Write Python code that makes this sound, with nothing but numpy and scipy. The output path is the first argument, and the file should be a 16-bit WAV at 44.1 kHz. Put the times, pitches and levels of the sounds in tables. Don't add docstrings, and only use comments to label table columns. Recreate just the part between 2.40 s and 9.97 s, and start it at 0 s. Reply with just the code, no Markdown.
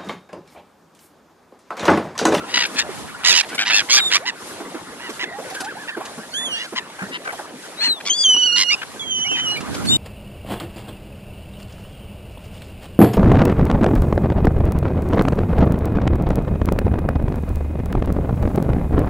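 import sys
import numpy as np
from scipy import signal
from scipy.fft import rfft, irfft, next_fast_len
from scipy.io import wavfile
from scipy.ndimage import uniform_filter1d, map_coordinates

SR = 44100
rng = np.random.default_rng(int(sys.argv[2]) if len(sys.argv) > 2 else 0)


def generate_wav(sig):
    pcm = np.round(np.clip(np.atleast_2d(sig).T, -1, 1) * 32767).astype(np.int16)
    wavfile.write(sys.argv[1], SR, pcm)


def attenuation_scalar(level_db):
    decades = np.asarray(level_db, float) / 20
    return 10 ** decades


N = 333837
PAD = 256

# start/s, end/s, top f/Hz, level/dB, bill opening/dB
RATTLES = [(.8445, .948, 973, -17, -2.5), (.9365, 1.021, 990, -19, -1)]
YAPS = [(1.178, 1.242, 816, -23.5, -11.5), (5.65, 5.7, 1157, -30.5, -1), (6.159, 6.244, 1060, -22, 1),
        (6.295, 6.355, 1242, -32, -0.5)]
RASPS = [(.137, .262, 984, -23, -5.5), (1.026, 1.054, 898, -38, -16), (4.587, 4.647, 785, -36, -51),
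         (4.852, 4.915, 774, -33.5, -74), (6.412, 6.445, 839, -35, -20)]
LEAPS = [(1.248, 1.312, 988, -25.5, -10), (5.404, 5.497, 966, -30.5, -10)]
CLIMBS = [(1.4965, 1.592, 1174, -16.5, 3.8)]
KEKS = [(1.565, 1.609, 830, -21.5, -16), (1.853, 1.91, 1017, -27.5, -8.5), (2.594, 2.71, 993, -41.5, -21),
        (2.792, 2.851, 1021, -28, -15), (3.474, 3.514, 924, -33, -23), (4.352, 4.403, 1044, -28.5, -12)]
CROAKS = [(0.078, 0.16, 960, -41, -7), (1.484, 1.512, 1100, -32.5, -14), (1.296, 1.326, 760, -21, -12),
          (.357, .43, 900, -30, -8), (.379, .41, 840, -22.5, -0.5), (1.099, 1.166, 760, -40.5, -26),
          (4.15, 4.264, 989, -39, -8), (4.714, 4.779, 980, -36, -19), (5.599, 5.619, 810, -40, -20),
          (6.949, 7.015, 953, -36, -16.5)]
CACKLES = [(1.3205, 1.416, 894, -19.5, -3.3)]
SURGES = [(1.701, 1.776, 1013, -20, -3.8)]
# t/s, f/Hz, level/dB
PEEP = [(1.585, 3730, -23), (1.631, 3770, -21), (1.645, 3600, -23.5), (1.669, 3730, -20),
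        (1.684, 3600, -24), (1.69, 3560, -27), (1.707, 3300, -31)]
MEW = [(3.937, 2990, -30), (3.972, 3390, -25.5), (4.02, 3480, -30.5), (4.068, 3410, -26.5),
       (4.1, 3060, -34.5), (4.13, 2847, -26), (4.185, 2860, -32)]
SQUEAL = [(5.37, 3790, -44), (5.42, 4260, -20.5), (5.53, 4033, -18), (5.548, 3790, -37), (5.59, 3430, -39),
          (5.6, 3680, -66)]
CRY_START = [(5.696, 3120, -20), (5.705, 3060, -16), (5.73, 3235, -19.5), (5.76, 3470, -28),
             (5.8, 3415, -31), (5.843, 3420, -25.5)]
CRY = [(5.835, 3430, -16.5), (5.855, 3135, -14), (5.947, 2946, -15), (5.959, 2980, -20)]
CRY_WAVER = [(5.957, 3010, -21), (5.969, 2895, -13.5), (5.999, 2970, -18.5), (6.037, 2910, -14),
             (6.055, 3003, -20.5), (6.075, 2888, -17), (6.111, 2870, -22), (6.147, 2895, -20.5),
             (6.172, 2840, -24)]
CRY_END = [(6.169, 2894, -18), (6.2, 2845, -26), (6.235, 2840, -31), (6.294, 2886, -20),
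           (6.34, 2790, -26.5), (6.355, 2730, -38)]
WAIL = [(6.594, 3430, -26.5), (6.64, 3280, -34), (6.658, 3240, -35), (6.705, 3150, -26),
        (6.73, 3120, -23.5), (6.8, 2983, -25.5), (6.84, 3080, -23), (6.9, 2804, -30.5), (6.968, 2490, -31)]
ANSWER = [(6.885, 2960, -21), (6.901, 3017, -25), (6.959, 3110, -23), (6.979, 3119, -30),
          (6.997, 3030, -22), (7.055, 3054, -27.5), (7.081, 2870, -21), (7.157, 2905, -28.5),
          (7.176, 2870, -42)]
LAST_PEEP = [(7.485, 3500, -18.5), (7.5, 3630, -16), (7.55, 3750, -18), (7.568, 3660, -19)]


def unit(x):
    return x / np.sqrt(np.mean(x ** 2) + 1e-20)


def along(points, hz):
    f, v = np.transpose(points)
    return np.interp(np.log(hz + 1), np.log(f + 1), v)


def call(rows):
    s, *cols = np.transpose(rows)
    t = np.arange(round(s[0] * SR), round(s[-1] * SR) + 2) / SR
    return [t] + [np.interp(t, s, c) for c in cols]


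def arch(start_s, end_s, start_hz, top_hz, end_hz, db, fullness):
    t = np.arange(round(start_s * SR), round(end_s * SR)) / SR
    u = (t - start_s) / (end_s - start_s)
    bulge_hz = top_hz - (start_hz + end_hz) / 2
    hz = start_hz + (end_hz - start_hz) * u + bulge_hz * 4 * u * (1 - u)
    return t, hz, attenuation_scalar(db) * np.abs(np.sin(np.pi * u)) ** fullness


def glide(start_s, end_s, start_hz, end_hz, db, fullness):
    return arch(start_s, end_s, start_hz, (start_hz + end_hz) / 2, end_hz, db, fullness)


def wobble(rate_hz, size=N):
    knots = rng.standard_normal(int(size * rate_hz / SR) + 4)
    return map_coordinates(knots, [np.arange(size) * rate_hz / SR])


def coloured(x, spectrum):
    size = next_fast_len(x.shape[-1] + 1024)
    gain = attenuation_scalar(along(spectrum, np.fft.rfftfreq(size, 1 / SR)))
    return irfft(rfft(x, size) * gain, size)[..., :x.shape[-1]]


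def add(mix, x, start_s, pan_db=0, lag=0):
    x = np.pad(x * signal.windows.tukey(len(x), min(1, .006 * SR / len(x))), PAD)
    side = np.array([[.5], [-.5]])
    delay = np.exp(-2j * np.pi * np.fft.rfftfreq(len(x)) * lag * side)
    pair = irfft(rfft(x) * delay, len(x)) * attenuation_scalar(pan_db * side)
    room = mix[:, round(start_s * SR):][:, :len(x)]
    room += pair[:, :room.shape[1]]


def rush(spectrum, alike, patchy_db, lag=0):
    z = signal.stft(rng.standard_normal((3, N + 8)), nperseg=512)[2]
    patches = uniform_filter1d(rng.standard_normal(z.shape[1:]), 5, 0)
    patches = unit(uniform_filter1d(patches, 6, 1))
    shared, *own = signal.istft(z * attenuation_scalar(patchy_db * patches), nperseg=512)[1]
    common = np.array([shared[:N], shared[lag:N + lag]])
    pair = np.sqrt(alike) * common + np.sqrt(1 - alike) * np.array(own)[:, :N]
    return unit(coloured(pair, spectrum))


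def air(birds):
    # t/s, port wind/dB, far flock/dB
    levels = [
        (0, -76, -40.5),
        (.6, -46, -40.5),
        (1, -68, -42),
        (2, -71, -42),
        (3.3, -71, -44),
        (5.3, -78, -45),
        (6.4, -61, -45),
        (6.75, -47, -49),
        (7.2, -42.5, -40),
        (7.57, -28, -43),
    ]
    # f/Hz, density/dB
    wind_spectrum = [(25, -24), (60, 4), (130, 0.5), (300, -1), (700, -31)]
    rumble_spectrum = [(50, -101), (150, -7), (280, 1), (600, -8.5), (1000, -41)]
    flock_spectrum = [(110, -4.5), (500, 0.5), (800, 1), (1700, -1.5), (2400, -8), (4500, -14.5),
                      (7000, -60)]
    hiss_spectrum = [(1500, 1), (3500, 3.5), (7000, 1.5), (10500, 0.5), (12200, -3), (13300, -24)]
    wind_db, flock_db = [c[:N] for c in call(levels)[1:]]
    busy = np.sqrt(np.abs(uniform_filter1d(np.mean(birds ** 2, axis=0), round(0.27 * SR))))
    busy = busy / busy.max()
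    wind = rush(wind_spectrum, .7, patchy_db=2) * attenuation_scalar([[-3], [3]]) * [[1], [-1]]
    wind = wind * attenuation_scalar(wind_db + 9.0 + 0.58 * wobble(9.8))
    rumble_db = -45 - 3 * busy
    rumble = rush(rumble_spectrum, 0.91, patchy_db=3.5, lag=4) * attenuation_scalar(rumble_db + 3 * wobble(18))
    flock = rush(flock_spectrum, 0.77, patchy_db=4, lag=4) * attenuation_scalar(flock_db + 3.5 + 1.5 * wobble(12))
    hiss_gain = attenuation_scalar(-52 + 1.5 * busy) + attenuation_scalar(wind_db - 25)
    hiss = rush(hiss_spectrum, .15, patchy_db=1.5, lag=4) * hiss_gain * attenuation_scalar(7 + 2.4 * wobble(9))
    return wind + rumble + flock + hiss


def ground(x):
    t = np.arange(SR // 8) / SR
    tail = coloured(rng.standard_normal((2, len(t))), [(500, 4.5), (3000, -1), (9000, -8.5)])
    tail = tail * attenuation_scalar(-60 * t / 0.065)
    return signal.fftconvolve(x, tail / np.linalg.norm(tail[0]), axes=1)[:, :x.shape[1]]


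def yelps(mix):
    # start/s, end/s, top f/Hz, level/dB
    hoots = [(3.035, 3.115, 1557, -48.5), (3.143, 3.236, 1650, -37.5), (3.264, 3.331, 1693, -37),
             (3.369, 3.475, 1736, -43.5), (3.501, 3.573, 1806, -40), (3.62, 3.702, 1680, -55),
             (4.121, 4.295, 1877, -45.5)]
    # start/s, end/s, start f/Hz, end f/Hz, level/dB
    slides = [(0, 0.052, 1333, 1354, -42), (0.738, 0.768, 1450, 1420, -41.5),
              (2.846, 2.971, 2090, 1784, -44), (3.784, 3.849, 1345, 1770, -48.5),
              (3.929, 4.046, 1496, 1970, -41), (4.4, 4.435, 1750, 1800, -47),
              (2.911, 2.992, 688, 893, -39.5), (2.997, 3.047, 572, 893, -45),
              (3.108, 3.145, 757, 766, -41.5), (3.215, 3.295, 698, 946, -38), (3.352, 3.389, 707, 975, -40),
              (4.497, 4.517, 860, 900, -43.5), (4.62, 4.678, 178, 212, -43.5),
              (1.802, 1.868, 434, 980, -42)]
    calls = [arch(a, b, 0.77 * hz, hz, 0.65 * hz, db, fullness=0.52) for a, b, hz, db in hoots]
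    calls += [glide(*row, fullness=0.27) for row in slides]
    for t, hz, gain in calls:
        phase = 2 * np.pi * np.cumsum(hz * (1 + .035 * wobble(300, size=len(t)))) / SR
        tone = np.sin(phase) + attenuation_scalar(-18.0) * np.sin(2 * phase)
        tone = tone * attenuation_scalar(2.6 * wobble(156, size=len(t)))
        add(mix, unit(tone) * gain * attenuation_scalar(5.5), t[0], -1, 4)


def wings(mix):
    # t/s, peak/dB, centre f/Hz
    beats = [(0.346, -27, 236), (0.49, -24, 342), (1.126, -30, 398), (2.203, -24, 378), (2.344, -23, 285),
             (2.521, -33.5, 502), (2.692, -25.5, 343), (2.827, -29, 289), (2.985, -24.5, 537),
             (3.204, -29, 386), (3.568, -21, 356), (3.605, -23.5, 825), (3.778, -26.5, 236),
             (4.07, -30.5, 464), (4.325, -24, 367), (4.619, -24.5, 188), (4.872, -25.5, 797),
             (4.926, -25.5, 688), (4.988, -23.5, 754), (5.94, -31, 300), (5.963, -30.5, 290),
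             (6.914, -17.5, 295), (7.079, -28, 243), (7.219, -28, 302), (7.375, -37, 310), (7.44, -22, 150),
             (7.498, -20, 233), (7.526, -41, 149)]
    # t/s, peak/dB
    swishes = [(0.2602, -16.5), (0.344, -22.5), (0.6734, -28), (1.0897, -20), (1.1476, -14),
               (2.6972, -20.5), (3.1014, -21), (3.147, -16.5), (3.205, -13.5), (3.245, -18.5), (3.654, -19),
               (4.498, -50), (4.556, -41), (4.69, -29), (4.847, -23.5), (4.9232, -24.5), (5.254, -31),
               (5.905, -41), (6.7864, -28), (7.1688, -20), (7.2068, -20), (7.328, -28), (7.3442, -15.5),
               (7.366, -24), (7.424, -36), (7.455, -18)]
    gusty_from_s = 6.9
    t = np.arange(SR // 16) / SR
    for s, db, hz in beats:
        push = np.sin(2 * np.pi * np.cumsum(hz * (1 + 0.19 * wobble(140.7, size=len(t)))) / SR)
        puff_spectrum = [(90, -30), (hz, 0), (1400, -8), (4000, -30)]
        puff = unit(coloured(rng.standard_normal(len(t)), puff_spectrum))
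        shape = t / 0.0062 * np.exp(1 - t / 0.0092)
        gust = np.zeros_like(mix)
        add(gust, attenuation_scalar(db - 8.5) * shape * (push + 0.71 * puff), s - .003, rng.normal(-0.83, 0.35), 4)
        mix += gust * [[1], [-1 if s > gusty_from_s else 1]]
    feather_spectrum = [(150, -9), (500, -0.5), (1500, -4.0), (5000, -6), (12500, -12.5)]
    for s, db in swishes:
        hiss = unit(coloured(rng.standard_normal(len(t)), feather_spectrum))
        shape = (t / 0.0087 * np.exp(1 - t / 0.0091)) ** 2
        add(mix, attenuation_scalar(db - 14) * shape * hiss, s - .005, rng.normal(0, 0.57), rng.normal(3.18, 3.4))


def ticks(mix):
    # t/s, peak/dB, centre f/Hz
    clicks = [(0.837, -18, 2610), (0.843, -10, 2880), (1.419, -16.5, 1470), (1.4224, -21, 1360),
              (1.779, -12, 1980), (2.206, -34, 980), (2.351, -31, 1010), (2.926, -30, 1860),
              (4.501, -29, 923), (4.819, -34, 942), (4.877, -15, 1480), (5.373, -30, 1180),
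              (5.805, -35, 1600), (5.904, -31, 1300), (5.947, -28, 1010), (5.966, -20, 1120),
              (6.423, -21, 1590), (6.435, -22, 1400)]
    decay_cycles = 2.8 / 2
    t = np.arange(SR // 100) / SR
    for s, db, hz in clicks:
        noise = coloured(rng.standard_normal(len(t)), [(300, -10), (1500, 6), (4500, 3), (8000, -20)])
        ring = (np.sin(2 * np.pi * hz * t) + .5 * noise) * np.exp(-t * hz / decay_cycles)
        add(mix, attenuation_scalar(db + 1.5) * np.roll(ring, 130), s - .003, -1, 4)


def whistles(mix):
    # (octave/dB and third partial/dB re first, left minus right/dB, left lag/samples, quaver/Hz)
    voices = [(PEEP, (-13, -22.5, -1, 7.5, -1)), (MEW, (-9.5, -15.5, -5, 8.5, 0)),
              (SQUEAL, (-19.5, -28, 3, 3.5, 0.5)), (CRY_START, (-1.5, -22, 4, -2, -2)),
              (CRY, (-7.5, -28, -1.5, 1, 1.5)), (CRY_WAVER, (-10, -44, -6.5, 1.5, 2.5)),
              (CRY_END, (-10, -43, -8, 1.5, 1.5)), (WAIL, (-9, -64, -5.5, 4, 20)),
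              (ANSWER, (-12.5, -64, -4, 4, 15)), (LAST_PEEP, (-9.5, -23.5, 2, 7, -6.5))]
    # start/s, end/s, start f/Hz,
    # end f/Hz, level/dB
    piping = [(4.188, 4.241, 2780, 2930, -33), (6.62, 6.65, 2300, 2170, -35.5),
              (6.843, 6.883, 2050, 2440, -28.5), (7.095, 7.178, 4360, 4020, -33),
              (7.155, 7.199, 2340, 2380, -27.5), (7.466, 7.506, 4280, 4500, -23.5),
              (7.512, 7.569, 2870, 2980, -25), (4.122, 4.226, 3160, 3500, -33.5),
              (3.915, 3.95, 4250, 4650, -37), (4.11, 4.17, 4500, 4200, -37), (6.36, 6.43, 2850, 2950, -40),
              (6.298, 6.352, 2090, 2650, -17)]
    for rows, (under_db, third_db, pan_db, lag, quaver_hz) in voices:
        t, hz, db = call(rows)
        quaver = np.cos(2 * np.pi * quaver_hz * (t - t[0]))
        quaver = quaver - quaver.mean()
        hz = hz * (1 + .008 * quaver)
        db = db - 1.7 * quaver
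        octave_db = db + under_db + 0.62 * (db - db.max())
        phase = 2 * np.pi * np.cumsum(hz * (1 + .007 * wobble(55, size=len(t)))) / SR
        flutter = attenuation_scalar(.8 * wobble(90, size=len(t)))
        tone = attenuation_scalar(db) * np.sin(phase)
        tone += attenuation_scalar(octave_db) * flutter * np.sin(2 * phase)
        tone += attenuation_scalar(db + third_db) * np.sin(3 * phase)
        add(mix, np.sqrt(2) * flutter * tone, t[0], pan_db, lag)
    for row in piping:
        t, hz, gain = glide(*row, fullness=0.46)
        phase = 2 * np.pi * np.cumsum(hz * (1 + 0.017 * wobble(147, size=len(t)))) / SR
        octave_db = -6 + 1.1 * (row[-1] + 19)
        tone = np.sin(phase) + attenuation_scalar(octave_db) * np.sin(2 * phase)
        add(mix, gain * tone * attenuation_scalar(1.5 + 1.4 * wobble(66, size=len(t))), t[0], -3, 4)


def split_voice(mix):
    # t/s, f/Hz, level/dB
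    second_voice = [(5.732, 4370, -27), (5.755, 4700, -31), (5.79, 4820, -18), (5.825, 4796, -18),
                    (5.842, 4600, -26)]
    # t/s, level/dB re first partial
    doubling = [(5.85, -32), (5.96, -27), (6.0, -17), (6.15, -6), (6.3, -9.5)]
    long_cry = [*CRY_START[:-1], *CRY, *CRY_WAVER[1:], *CRY_END[1:]]
    s, hz, first_db = np.transpose(long_cry)

    def first_phase(t):
        return 2 * np.pi * np.cumsum(np.interp(t, s, hz)) / SR

    t, second_hz, db = call(second_voice)
    a = first_phase(t)
    b = 2 * np.pi * np.cumsum(second_hz * (1 + 0.0066 * wobble(110, size=len(t)))) / SR
    mixed = np.sin(b) + attenuation_scalar(-16.0) * np.sin(a + b)
    mixed += attenuation_scalar(-18.0) * np.sin(2 * b - a) + attenuation_scalar(-41) * np.sin(2 * a - b)
    add(mix, np.sqrt(2) * attenuation_scalar(db + 2.2 * wobble(139, size=len(t))) * mixed, t[0], 2.8, -2)

    t, db = call(doubling)
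    half = first_phase(t) / 2
    lines = np.sin(3 * half) + attenuation_scalar(-11.0) * np.sin(half) + attenuation_scalar(-17) * np.sin(5 * half)
    spells_db = 4 * wobble(50, size=len(t)) + 6 * np.cos(2 * np.pi * 31 * t)
    add(mix, attenuation_scalar(np.interp(t, s, first_db) + db - 3 + spells_db) * lines, t[0], -3.6, -1)


def squawks(mix):
    # (start and end pitch re top, trill/Hz)
    kinds = [(RATTLES, (.93, 0.73, 87)), (YAPS, (.86, .93, 99)), (RASPS, (.97, 0.81, 61)),
             (LEAPS, (0.71, 0.75, 101)), (CLIMBS, (0.86, 1.0, 130)), (KEKS, (0.84, 0.75, 124)),
             (CROAKS, (.91, 1.05, 110)), (CACKLES, (.93, .85, 97)), (SURGES, (.48, 1.2, 95))]
    trill_depth = (.85, .85, .85, .75, .97, .7, .5, .97, .95)
    hoarse = (.2, .22, .33, .18, .24, .15, .4, .14, .26)
    # f/Hz, gain/dB
    throat_shut = [(400, -32.5), (1230, -7.5), (1800, -3), (3000, -0.5), (4200, 0.5), (5200, 0.5),
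                   (6800, -4.5), (9800, -22.5)]
    # t/s, left minus right/dB, left lag/samples
    bearing = [(.12, 1.5, 3.5), (.36, 1.5, 4), (0.897, -8, 4.5), (1.18, 2.5, -4), (1.262, -3, 3.5),
               (4.15, -1.5, 7), (4.35, 2.5, 5), (4.9, 4, 13.5), (5.4, 3.5, -5), (6.16, -3, 3),
               (6.45, 6.5, 5.5)]
    swell_s = 0.025
    k = np.arange(1, 15)[:, None]
    s, *place = np.transpose(bearing)
    calls = []
    for (rows, manner), depth, rough in zip(kinds, trill_depth, hoarse):
        calls += [(*row, *manner, depth, rough) for row in rows]
    for start_s, end_s, top_hz, db, bill_db, rise, fall, trill_hz, depth, rough in calls:
        pan_db, lag = [np.interp(start_s, s, c) for c in place]
        fullness = min(1, swell_s / (end_s - start_s))
        t, hz, gain = arch(start_s, end_s, rise * top_hz, top_hz, fall * top_hz, db, fullness)
        size = len(t)
        gain = gain * (hz / top_hz) ** 2.1
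        effort = gain / gain.max()

        turn = np.cumsum(trill_hz * (1 + .05 * wobble(62, size))) / SR % 1
        opening = np.clip(1.35 * np.sin(np.pi * turn ** .85) ** 1.6, 0, 1)
        gate = 1 - depth * (1 - opening)
        shaky = .04 + .33 * (1 - effort) ** 2 + .12 * np.clip(wobble(45, size), 0, 2) ** 2
        bend = 1 + .1 * depth * (turn - .5) + shaky * rough * wobble(600, size)
        phase = 2 * np.pi * np.cumsum(hz * bend) / SR

        throat = [(f, g + bill_db * np.clip((f - 2000) / 2600, 0, 1.3)) for f, g in throat_shut]
        shifting_db = 2.0 * np.array([wobble(40.8, size) for _ in k])
        partials = attenuation_scalar(along(throat, k * hz) + shifting_db) * np.cos(k * phase - 0.14 * k)
        pulses = -np.sum(partials, axis=0)
        unsteady = attenuation_scalar(1.5 * wobble(80, size) + 2.2 * wobble(500, size))
        breath = coloured(rng.standard_normal(size) * (1 + np.cos(phase)), throat)
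        voice = np.sqrt(1 - rough) * unit(pulses) * unsteady + np.sqrt(rough) * unit(breath)

        dull = coloured(voice, [(2200, 1), (4200, -5), (6000, -16), (9000, -30)])
        voice = dull + effort ** .9 * (voice - dull)
        add(mix, unit(voice * gate) * gain * attenuation_scalar(6.5), t[0], pan_db, lag)


def scene():
    rough, clear = np.zeros((2, 2, N + PAD))
    yelps(rough)
    wings(rough)
    ticks(rough)
    whistles(clear)
    split_voice(clear)
    squawks(rough)
    birds = rough + clear + attenuation_scalar(-18) * ground(rough) + attenuation_scalar(-20) * ground(clear)
    birds = birds[:, PAD:]
    return birds + air(birds)


def band_limit(x):
    return signal.sosfilt(signal.butter(12, 13360, fs=SR, output="sos"), x)


def record(dry):
    rounded = dry / (1 + np.abs(dry / .72) ** 5) ** .2
    soft = dry + coloured(rounded - dry, [(200, -40), (600, 0)])
    mix = coloured(soft, [(25, -17.0), (140, 0.5), (11500, 2), (12600, -10.5), (13500, -41)])
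    return band_limit(mix)


dry = scene()
out = record(dry)
generate_wav(out)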